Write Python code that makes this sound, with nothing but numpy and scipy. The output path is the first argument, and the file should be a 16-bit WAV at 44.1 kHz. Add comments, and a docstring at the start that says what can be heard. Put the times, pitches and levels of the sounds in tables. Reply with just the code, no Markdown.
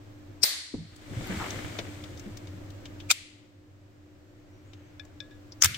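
"""Close at a workbench in a small, hard-walled room with a low hum, side cutters snip a lead: hard, ringing noise bursts.
Hands then shift over the rubber mat, with filtered rubbing, low thuds and light ticks, and bring up a wire stripper.
Its jaws snap onto the wire, the insulation squeals in two gliding tones, the spring pings in decaying modes,
and the mechanism lets go with a clatter; each loud snap pulls the recorder's gain down, and it creeps back."""
import sys
import numpy as np
from scipy import signal
from scipy.fft import rfft, irfft, next_fast_len
from scipy.io import wavfile
from scipy.ndimage import uniform_filter1d, map_coordinates

SR = 44100
rng = np.random.default_rng(int(sys.argv[2]) if len(sys.argv) > 2 else 0)


def store_pcm(level_fs):
    """Save levels as 16-bit WAV."""
    pcm = np.round(np.clip(level_fs, -1, 1) * 32767).astype(np.int16)
    wavfile.write(sys.argv[1], SR, np.atleast_2d(pcm).T)


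N = 254456  # length in samples

# resonances of the stripper's frame, also heard in light contacts: [f/Hz, width/Hz, level/dB]
FRAME_MODES = [(1340, 84, -9), (2270, 160, -3), (3653, 100, -1.5), (4984, 99, -8.5), (6260, 50, -3.5),
               (7330, 110, 3.5), (8800, 200, -3), (11700, 110, -15.5), (13330, 230, -22.5)]
# likeness of left and right microphone for near sounds: [f/Hz, correlation 0-1]
NEAR_LIKENESS = [(300, 0.8), (1000, 0.86), (2500, .45), (5000, 0), (15000, 0.18)]


def amp(db):
    """Amplitude factor of a level in dB."""
    return 10 ** (np.asarray(db) / 20)


def unit(x):
    """Scale to rms 1."""
    return x / np.sqrt(np.mean(x ** 2) + 1e-20)


def along(points, hz):
    """Read a curve of (Hz, value) points on a logarithmic frequency axis."""
    f, v = np.transpose(points)
    return np.interp(np.log(hz + 1), np.log(f + 1), v)


def curves(rows):
    """One value per sample for each column after the time."""
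    s, *cols = np.transpose(rows)
    return [np.interp(np.arange(N) / SR, s, c) for c in cols]


def wobble(rate):
    """A smooth random curve with `rate` random values a second."""
    knots = np.arange(0, N * rate / SR + 1, 1 / 8)
    values = rng.standard_normal(int(knots[-1]) + 4)
    smooth = map_coordinates(values, [knots])
    return np.interp(np.arange(N) * rate / SR, knots, smooth)


def between(start, end, fade):
    """A gate with soft edges, all in seconds."""
    t = np.arange(N) / SR
    return np.clip((t - start) / fade, 0, 1) * np.clip((end - t) / fade, 0, 1)


def swell(peak_s, rise_db_per_s, fall_db_per_s):
    """A movement that grows to its height (gain 1) and ebbs away."""
    t = np.arange(N) / SR - peak_s
    return amp(np.minimum(rise_db_per_s * t, -fall_db_per_s * t))


def jerks(rate, life, size):
    """Stick-slip: sudden random slips, `rate` a second, that each die away over `life` s; rms 1."""
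    slips = rng.exponential(size=size) * (rng.random(size) < rate / SR)
    return unit(signal.lfilter([1], [1, -np.exp(-1 / (life * SR))], slips))


def bell(hz, centre, width):
    """Magnitude of one resonance."""
    return 1 / np.sqrt(1 + (2 * (hz - centre) / width) ** 2)


def noise(colour, alike, size):
    """Stereo noise of rms 1 with gain colour(Hz); mid and side shares set the likeness of the channels."""
    m = next_fast_len(size)
    hz = np.fft.rfftfreq(m, 1 / SR)
    turn = np.arccos(np.clip(along(alike, hz), -1, 1)) / 2
    shares = [np.cos(turn), np.sin(turn)]
    spectra = rfft(rng.standard_normal((2, m))) * colour(hz) * shares
    mid, side = irfft(spectra, m)[:, :size]
    return unit(np.array([mid + side, mid - side]))


def rush(spectrum, size=N):
    """Diffuse noise with a given spectrum, arriving from all around the microphones."""
    # likeness of left and right for diffuse sound: [f/Hz, correlation 0-1]
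    diffuse_likeness = [(30, .7), (100, 0.74), (300, 0.73), (800, 0.032), (2000, 0), (15000, 0.046)]
    return noise(lambda hz: amp(along(spectrum, hz)), diffuse_likeness, size)


def panned(pan_db):
    """Left and right gains; positive leans left."""
    return amp([[pan_db / 2], [-pan_db / 2]])


def add(out, x, s):
    """Mix x into out from time s on."""
    i = max(round(s * SR), 0)
    out[:, i:i + x.shape[-1]] += x[..., :max(N - i, 0)]


def contacts(rows, spectrum, resonances, gain_db, rise, body_db, halo_db):
    """Steel parts knock together and ring out, damped by the hand: shaped, coloured noise."""
    out, lead = np.zeros((2, N)), 1 / 30
    t = np.arange(SR // 8) / SR - lead
    for s, db, ring_hz, ring_db, knock_db, sizzle_db, pan_db, t60 in rows:
        def colour(hz):
            modes = sum(amp(level) * bell(hz, f, width) ** 2 for f, width, level in resonances)
            body = 1 + amp(body_db) * modes
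            ring = 1 + amp(ring_db) * bell(hz, ring_hz, ring_hz * 0.22) ** 2
            knock = knock_db / (1 + (hz / 1800) ** 2)
            sizzle = sizzle_db * hz ** 6 / (hz ** 6 + 9000. ** 6)
            return amp(along(spectrum, hz)) * body * ring * amp(knock + sizzle)
        blow = np.where(t < 0, np.exp(-abs(t) / rise), amp(-60 * abs(t) / t60))
        # a short soft-edged swell of noise around each sharp blow
        halo = np.exp(-abs(t) / np.where(t < 0, .003, .006))
        shape = np.hypot(blow, amp(halo_db) * halo)
        burst = shape * noise(colour, NEAR_LIKENESS, len(t))
        # give both channels the energy of the shape before panning
        burst *= np.linalg.norm(shape) / np.linalg.norm(burst, axis=1, keepdims=True)
        add(out, amp(db + gain_db) * panned(pan_db) * burst, s - lead)
    return out


def echo(s, db, spectrum, pan_db):
    """The room's diffuse answer to a snap: noise that decays by band, the top treble soonest."""
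    # reverberation time of the room: [f/Hz, t60/s]
    room_decay = [(500, 0.62), (2000, 0.78), (4300, 0.72), (6000, 0.66), (9000, 0.58), (15000, 0.13)]
    out = np.zeros((2, N))
    hz, t, z = signal.stft(rush(spectrum, size=SR), SR, nperseg=256)
    decay = amp(-60 * t / along(room_decay, hz)[:, None])
    onset = 1 - np.exp(-t / 0.0045)
    tail = signal.istft(z * decay * onset, SR, nperseg=256)[1]
    add(out, amp(db) * panned(pan_db) * tail, s)
    return out


def cutters():
    """The blades bite through the lead and meet: contacts coloured by the steel, then the room."""
    # contacts of the snip: [t/s, relative level/dB, ring f/Hz, ring lift/dB, knock lift/dB, sizzle lift/dB,
    # left minus right/dB, t60/s]
    snip_contacts = [(.4305, -14, 5530, 5.5, -10.5, -4, 12, 0.03),
                     (.4333, -8, 4660, 4.5, -4.5, -2, 17.5, 0.028),
                     (.4364, -2.5, 5550, -1, -7, 3, 12.5, 0.016), (.4408, -1, 4820, -6, 10, 6, -2, 0.0072)]
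    # colour of the snip close up: [f/Hz, level/dB]
    snip_colour = [(88, -51), (150, -21.5), (1020, -23), (1450, -17.5), (2270, -8.5), (2870, -18.5),
                   (5460, -7), (6140, -13.5), (8070, -11.5), (8730, -2.5), (9820, -27.5), (12700, -14.5),
                   (15100, -26), (16000, -29)]
    # resonances of the blades: [f/Hz, width/Hz, level/dB]
    blade_modes = [(2550, 130, -8), (4218, 150, -1), (4875, 130, 3), (5532, 430, 4.5), (8530, 200, -1),
                   (10400, 310, -0.5), (15080, 335.7, 3)]
    # colour of the room's answer: [f/Hz, level/dB]
    snip_echo = [(240, -50), (400, -20), (481, -31), (579, -15), (655, -22), (906, -21.5), (1400, -18.5),
                 (2020, -8.5), (2670, -15.5), (4310, -2.5), (5690, -11.5), (8110, -12), (12900, -15),
                 (14600, 2), (16000, -27)]
    snip = contacts(snip_contacts, snip_colour, blade_modes,
                    gain_db=5.5, rise=0.00054, body_db=0.5, halo_db=-11.5)
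    return snip + echo(.44, -6.0, snip_echo, pan_db=1)


def stripper():
    """The jaws clamp the wire; later the levers fly back, and both blows excite frame and room."""
    # contacts of the closing jaws, then of the release: [t/s, relative level/dB, ring f/Hz, ring lift/dB,
    # knock lift/dB, sizzle lift/dB, left minus right/dB, t60/s]
    grip_contacts = [(3.1045, -11.5, 2300, 10, -8, -3.5, 5.7, 0.01),
                     (3.106, -7.5, 2424, 33, -3, -3, 1, 0.0098),
                     (3.1098, -10.5, 4900, 4, 0.5, -8.5, 5.9, 0.018),
                     (3.113, -6, 3740, 1.6, 2.5, 2.5, 5, 0.031)]
    release_contacts = [(5.6233, -2.5, 6213, 15.2, 0.5, -3, 2.7, .013),
                        (5.635, -12.5, 2235, 3, 5.5, -2.5, 1, .018),
                        (5.6385, -8, 5155, 8, -3.5, -2, 7, .012), (5.6453, -4.5, 7850, 2, 1, 7, 2, 0.018),
                        (5.6495, -10, 3206, 6.7, 1.5, -1, 3.6, 0.022),
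                        (5.6575, -10, 3520, 4.85, -2, -1.5, 2.7, 0.024)]
    # colours of jaws and levers close up: [f/Hz, level/dB]
    jaw_colour = [(88, -59.5), (150, -35.5), (716, -16), (941, -20.5), (1340, -7), (1870, -21.5),
                  (2450, -5.5), (2760, -11), (3770, -5.5), (7180, -4.5), (11300, -19), (14800, -14.5),
                  (16000, -17)]
    lever_colour = [(180, -46), (300, -25), (961, -14.5), (1230, -8), (1690, -3.5), (1870, -9.5),
                    (3190, -8), (3950, -13), (5430, -3.5), (12100, -13.5), (13100, -12), (15000, -11.5),
                    (16000, -19.5)]
    # colours of the room's answers to them: [f/Hz, level/dB]
    grip_echo = [(350, -67), (600, -26.5), (931, -27.5), (1260, -18.5), (1680, -17), (2070, -6), (2540, -6),
                 (4520, -9), (5710, -14), (7410, -11.5), (12000, -23), (14700, -12.5), (16000, -28)]
    release_echo = [(350, -45), (600, -26), (894, -31), (1450, -5.5), (1900, -10), (2150, -3), (2650, -10),
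                    (5870, -12.5), (11200, -18.5), (14100, -7.5), (15400, -18), (16000, -41.5)]
    grip = contacts(grip_contacts, jaw_colour, FRAME_MODES,
                    gain_db=7, rise=0.0011, body_db=2, halo_db=-10)
    release = contacts(release_contacts, lever_colour, FRAME_MODES,
                       gain_db=5.0, rise=0.00068, body_db=-5, halo_db=-9.5)
    grip_tail = echo(3.113, -27.0, grip_echo, pan_db=2.5)
    release_tail = echo(5.645, -22, release_echo, pan_db=1.5)
    return grip + release + grip_tail + release_tail


def spring():
    """The coil slips on its hook: a crack and decaying modes, the lowest of which sings on."""
    # slips of the spring: [t/s, relative level/dB, tilt/(dB per octave), singing level/dB]
    pings = [(4.996, -22, -4.5, -51), (5.2031, -27, 2.5, -39), (5.309, -42.5, -5, -46.5)]
    # modes of the coil: [f/Hz, level before tilt and scatter/dB, t60/s]
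    coil_modes = [(1686, -11, .09), (2360, -10.5, .06), (2510, -12.5, .06), (3430, -4.5, .03),
                  (3532, -1, 0.05), (3720, 0.5, 0.018), (4210, -11.5, 0.019), (4780, -16.5, 0.0499),
                  (5200, -12.5, 0.029), (5476, -9, .03), (6200, -17, 0.033), (7500, -24, .03)]
    sing_attack_s, sing_t60_s = 0.0044, 0.23
    out, sing, t = np.zeros((2, N)), np.zeros((1, N)), np.arange(SR // 2) / SR
    lowest_hz = coil_modes[0][0]
    for s, db, tilt_db, sing_db in pings:
        ring = 0
        for hz, level, t60 in coil_modes:
            mode_db = level + tilt_db * np.log2(hz / lowest_hz) + rng.normal(0, 1)
            ring = ring + amp(mode_db - 60 * t / t60) * np.sin(2 * np.pi * (hz * t + rng.random()))
        crack_noise = noise(lambda hz: bell(hz, 4100, 4500) ** 3, NEAR_LIKENESS, len(t))
        crack = amp(-10.5 - 60 * t / 0.016) * crack_noise
        onset = 1 - np.exp(-t / 0.00045)
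        add(out, amp(db - 6.5) * panned(15) * (ring + crack) * onset, s)
        add(sing, amp(sing_db - 60 * t / sing_t60_s) * (1 - np.exp(-t / sing_attack_s)), s)
    tone = np.sin(2 * np.pi * np.cumsum(lowest_hz + 5 * wobble(50)) / SR)

    def buzz_colour(hz):
        return sum(amp(level) * bell(hz, f, 3.5 / t60) ** 2 for f, level, t60 in coil_modes)
    # the turns buzz against each other and keep the higher modes faintly alive
    buzz = noise(buzz_colour, NEAR_LIKENESS, N)
    return out + sing * panned(4) * (tone + amp(-11) * buzz)


def insulation():
    """The sleeve squeals faintly in two unsteady tones as it is drawn off the copper."""
    # pitch of the lower tone: [t/s, f/Hz]
    squeal_pitch = [(4.42, 5500), (4.63, 5950), (4.68, 6850), (4.72, 6950), (4.78, 6330), (4.88, 6240),
                    (4.93, 5620), (5.0, 5430)]
    squeal_db = -70
    hz, = curves(squeal_pitch)
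    phase = 2 * np.pi * np.cumsum(hz * (1 + 0.00075 * wobble(90))) / SR
    level = amp(squeal_db + 2.9 * wobble(30)) * between(4.38, 5.02, .14)
    upper = amp(-8 + 3.3 * wobble(5.4)) * np.sin(1.16 * phase)
    return level * (np.sin(phase) + upper)


def ticks():
    """Tool and wire touch lightly; small parts ring higher, brighter and shorter."""
    # light contacts: [t/s, relative level/dB, ring f/Hz, ring lift/dB, knock lift/dB]
    touches = [(0.962, -30.5, 8923, 13.5, -14), (1.272, -33, 13100, 15, -16),
               (1.5057, -22.5, 6456, 5.5, -21), (1.7885, -17, 3430, 0, 19), (2.039, -30, 3400, 6.5, 4),
               (2.175, -35.5, 5680, 5, -5.5), (2.196, -32, 6350, 4, -30), (2.372, -30.5, 6000, -11, -16),
               (2.472, -37, 3020, 6, 0), (2.704, -37.5, 9000, -13, -3), (2.856, -30.5, 2980, 7.5, 0),
               (3.002, -32, 3150, 14, -3), (4.734, -31, 2980, 0, 12), (5.051, -37, 7500, 9, -9),
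               (5.5218, -26.5, 5250, 32, -13.5), (5.745, -10.5, 2948, 13.5, -7)]
    # their colour close up: [f/Hz, level/dB]
    light_colour = [(200, -16), (500, -0.5), (1200, -3), (3200, 6.5), (6000, 6), (8500, -8.5),
                    (11000, -20.5), (15000, -11)]
    middling_hz, middling_t60_s = 3460, 0.054
    shortening = .55  # power of pitch by which the ring shortens
    sizzle_db_per_octave, pan_db = 6.5, 5
    rows = []
    for s, db, hz, ring_db, knock_db in touches:
        sizzle_db = sizzle_db_per_octave * np.log2(hz / middling_hz)
        t60 = middling_t60_s * (middling_hz / hz) ** shortening
        rows.append((s, db, hz, ring_db, knock_db, sizzle_db, pan_db, t60))
    return contacts(rows, light_colour, FRAME_MODES,
                    gain_db=-11, rise=0.00019, body_db=2, halo_db=-9.5)


def bench():
    """Low thuds at the bench, and a few low swells of the drone: a decaying tone with two bands of noise."""
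    # low thuds and swells: [t/s, relative level/dB, f/Hz, t60/s]
    lows = [(.738, -7, 259.4, 0.078), (.745, -18.5, 105.3, 0.34), (.777, -18, 163.3, 0.26),
            (1.107, -29, 104, 0.18), (1.167, -25, 117, 0.16), (1.293, -29, 186, 0.35),
            (1.369, -29, 79.5, 0.13), (1.643, -26, 107, 0.17), (1.788, -30.5, 326, 0.12),
            (2.261, -32.5, 210.5, 0.17), (2.535, -41, 180, 0.23), (5.644, -14.5, 82, 0.16),
            (5.693, -24.5, 121, 0.25)]
    out, t = np.zeros((2, N)), np.arange(SR // 2) / SR
    onset = 1 - np.exp(-t / 0.0033)
    for s, db, low_hz, t60 in lows:
        def long_colour(hz):
            return bell(hz, low_hz, low_hz * 0.82) ** 2 * hz / (hz + 80)

        def brief_colour(hz):
            return bell(hz, low_hz * 1.1, low_hz * 0.9) ** 2
        long_noise = noise(long_colour, NEAR_LIKENESS, len(t))
        brief_noise = noise(brief_colour, NEAR_LIKENESS, len(t)) * amp(-60 * t / 0.051)
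        tone = np.sin(2 * np.pi * low_hz * t)
        body = (.85 * tone + 0.74 * long_noise) * amp(-60 * t / t60)
        add(out, amp(db - 1.5) * onset * (body + brief_noise), s)
    return out


def drags():
    """The wire drags over the mat's studs, catching and slipping in quick, uneven jerks."""
    # strokes of the wire: [t/s, level/dB, length/s, f/Hz]
    strokes = [(1.29, -44, .06, 1700), (1.402, -36, .03, 1150), (1.438, -41, .026, 900)]
    out, t = np.zeros((2, N)), np.arange(SR // 5) / SR
    for s, db, length, drag_hz in strokes:
        # the stroke is strongest half a length after it starts
        stroke = 2 * t / length * np.exp(1 - 2 * t / length)
        stick_slip = unit(.5 + jerks(1500, 0.0023, size=len(t)))
        rasp = noise(lambda hz: bell(hz, drag_hz, drag_hz * 1.2) ** 3, NEAR_LIKENESS, len(t))
        add(out, amp(db) * stroke * stick_slip * rasp, s)
    return out


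def hands():
    """Skin and wire rub over the mat in one sweep of grainy noise, then fingers tighten on the handles."""
    # colours of the weight on the mat, the rubbing and its hiss: [f/Hz, level/dB]
    rumble_colour = [(12, -38.5), (20, 0), (59, -7.5), (103, -1.5), (151, -7), (245, -6), (290, -5.5),
                     (409, -13), (600, -10.5), (780, -48.5), (1320, -120)]
    rub_colour = [(210, -27), (350, -1), (480, -8.5), (737, -3.5), (799, -6.5), (960, -9), (1110, -9),
                  (1230, -6.5), (1340, -6), (1850, -7), (2170, -3.5), (2550, -11), (3100, -10.5),
                  (4000, -24.5), (5200, -44.5), (8800, -120)]
    hiss_colour = [(1470, -21.5), (2500, -17.5), (3490, -3.5), (3770, -5.5), (4880, -8.5), (6860, -9.5),
                   (7530, -7), (11300, -23.5), (14900, -17), (16000, -28.5)]
    sweep = swell(1.416, rise_db_per_s=25, fall_db_per_s=20)
    weight = swell(1.165, rise_db_per_s=50, fall_db_per_s=10.5)  # the hand bears on the mat
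    press = swell(4.8, rise_db_per_s=30.5, fall_db_per_s=25)  # the fingers press on the handles
    grain = unit(1 + .45 * jerks(200, .004, size=N))
    rumble = amp(-42 + 2.5 * wobble(24.85)) * weight * rush(rumble_colour)
    rub = amp(-40.0 + 0.86 * wobble(45)) * sweep * grain * rush(rub_colour)
    hiss = amp(-45.5 + .6 * wobble(120)) * sweep * rush(hiss_colour)
    squeeze = amp(-57.5 + 1.22 * wobble(22)) * press * rush(rub_colour)
    return panned(3.4) * ((rumble + rub + hiss) * between(0.74, 3.4, .05) + squeeze)


def hum():
    """A wavering tone over a throbbing drone and the steady noise of the room."""
    # colour of the room noise: [f/Hz, level/dB]
    air_colour = [(12, -40.5), (20, -9.5), (63, -22), (79, -13.5), (101, -3.5), (150, -20.5), (262, -20),
                  (301, -12), (328, -18), (367, -15), (422, -28), (527, -20), (825, -31), (1710, -33),
                  (3200, -39), (8000, -45.5), (10000, -60), (13000, -51), (16000, -53)]
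    hum_hz, hum_db = 298.2, -51
    drone_hz, drone_db = 95.8, -50.5
    throb_per_s, throb_db = 6, 3  # throb_db: swing up and down
    air_db = -46
    throb = throb_db * np.sin(2 * np.pi * throb_per_s * np.arange(N) / SR + wobble(0.94))
    tone_level = amp(hum_db + 0.75 * wobble(14))
    tone = tone_level * unit(np.sin(2 * np.pi * np.cumsum(hum_hz + 2.5 * wobble(16)) / SR))
    drone_level = amp(drone_db + throb + 2.2 * wobble(22))
    drone = drone_level * unit(np.sin(2 * np.pi * np.cumsum(drone_hz + 7 * wobble(24)) / SR))
    return panned(0.67) * (tone + drone + amp(air_db) * rush(air_colour))


def turned_down(x):
    """dB by which the gain control backs off: at once for a loud sound, returning slowly."""
    ceiling_db, recover_db_per_s = -16.5, 3  # short-term level where it acts; speed of its return
    detector_s = .02
    power = abs(uniform_filter1d(np.mean(x ** 2, axis=0), int(detector_s * SR)))
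    excess_db = np.maximum(10 * np.log10(power + 1e-20) - ceiling_db, 0)
    recovered_db = recover_db_per_s * np.arange(N) / SR
    return np.maximum.accumulate(excess_db + recovered_db) - recovered_db


def scene():
    """All sources at the bench, from the main ones to the background."""
    tools = cutters() + stripper() + spring() + insulation()
    handling = ticks() + bench() + drags() + hands()
    return tools + handling + hum()


def record(dry):
    """Blend from one gain control to the next after the snip, round the highest peaks, limit the band."""
    blend_start_s, blend_length_s = 0.77, 0.45
    cutting_gain_db = -4  # the cutting is set a little lower than the stripping
    top_hz = 15850
    blend = np.clip((np.arange(N) / SR - blend_start_s) / blend_length_s, 0, 1)
    cutting_db = cutting_gain_db - turned_down(amp(cutting_gain_db) * dry * (1 - blend))
    stripping_db = -turned_down(dry * blend)
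    level = dry * amp((1 - blend) * cutting_db + blend * stripping_db)
    rounded = level / (1 + abs(level / .95) ** 6) ** (1 / 6)
    m = next_fast_len(N + SR // 2)
    passed = np.fft.rfftfreq(m, 1 / SR) < top_hz
    return irfft(rfft(rounded, m) * passed, m)[:, :N]


dry = scene()
out = record(dry)
store_pcm(out)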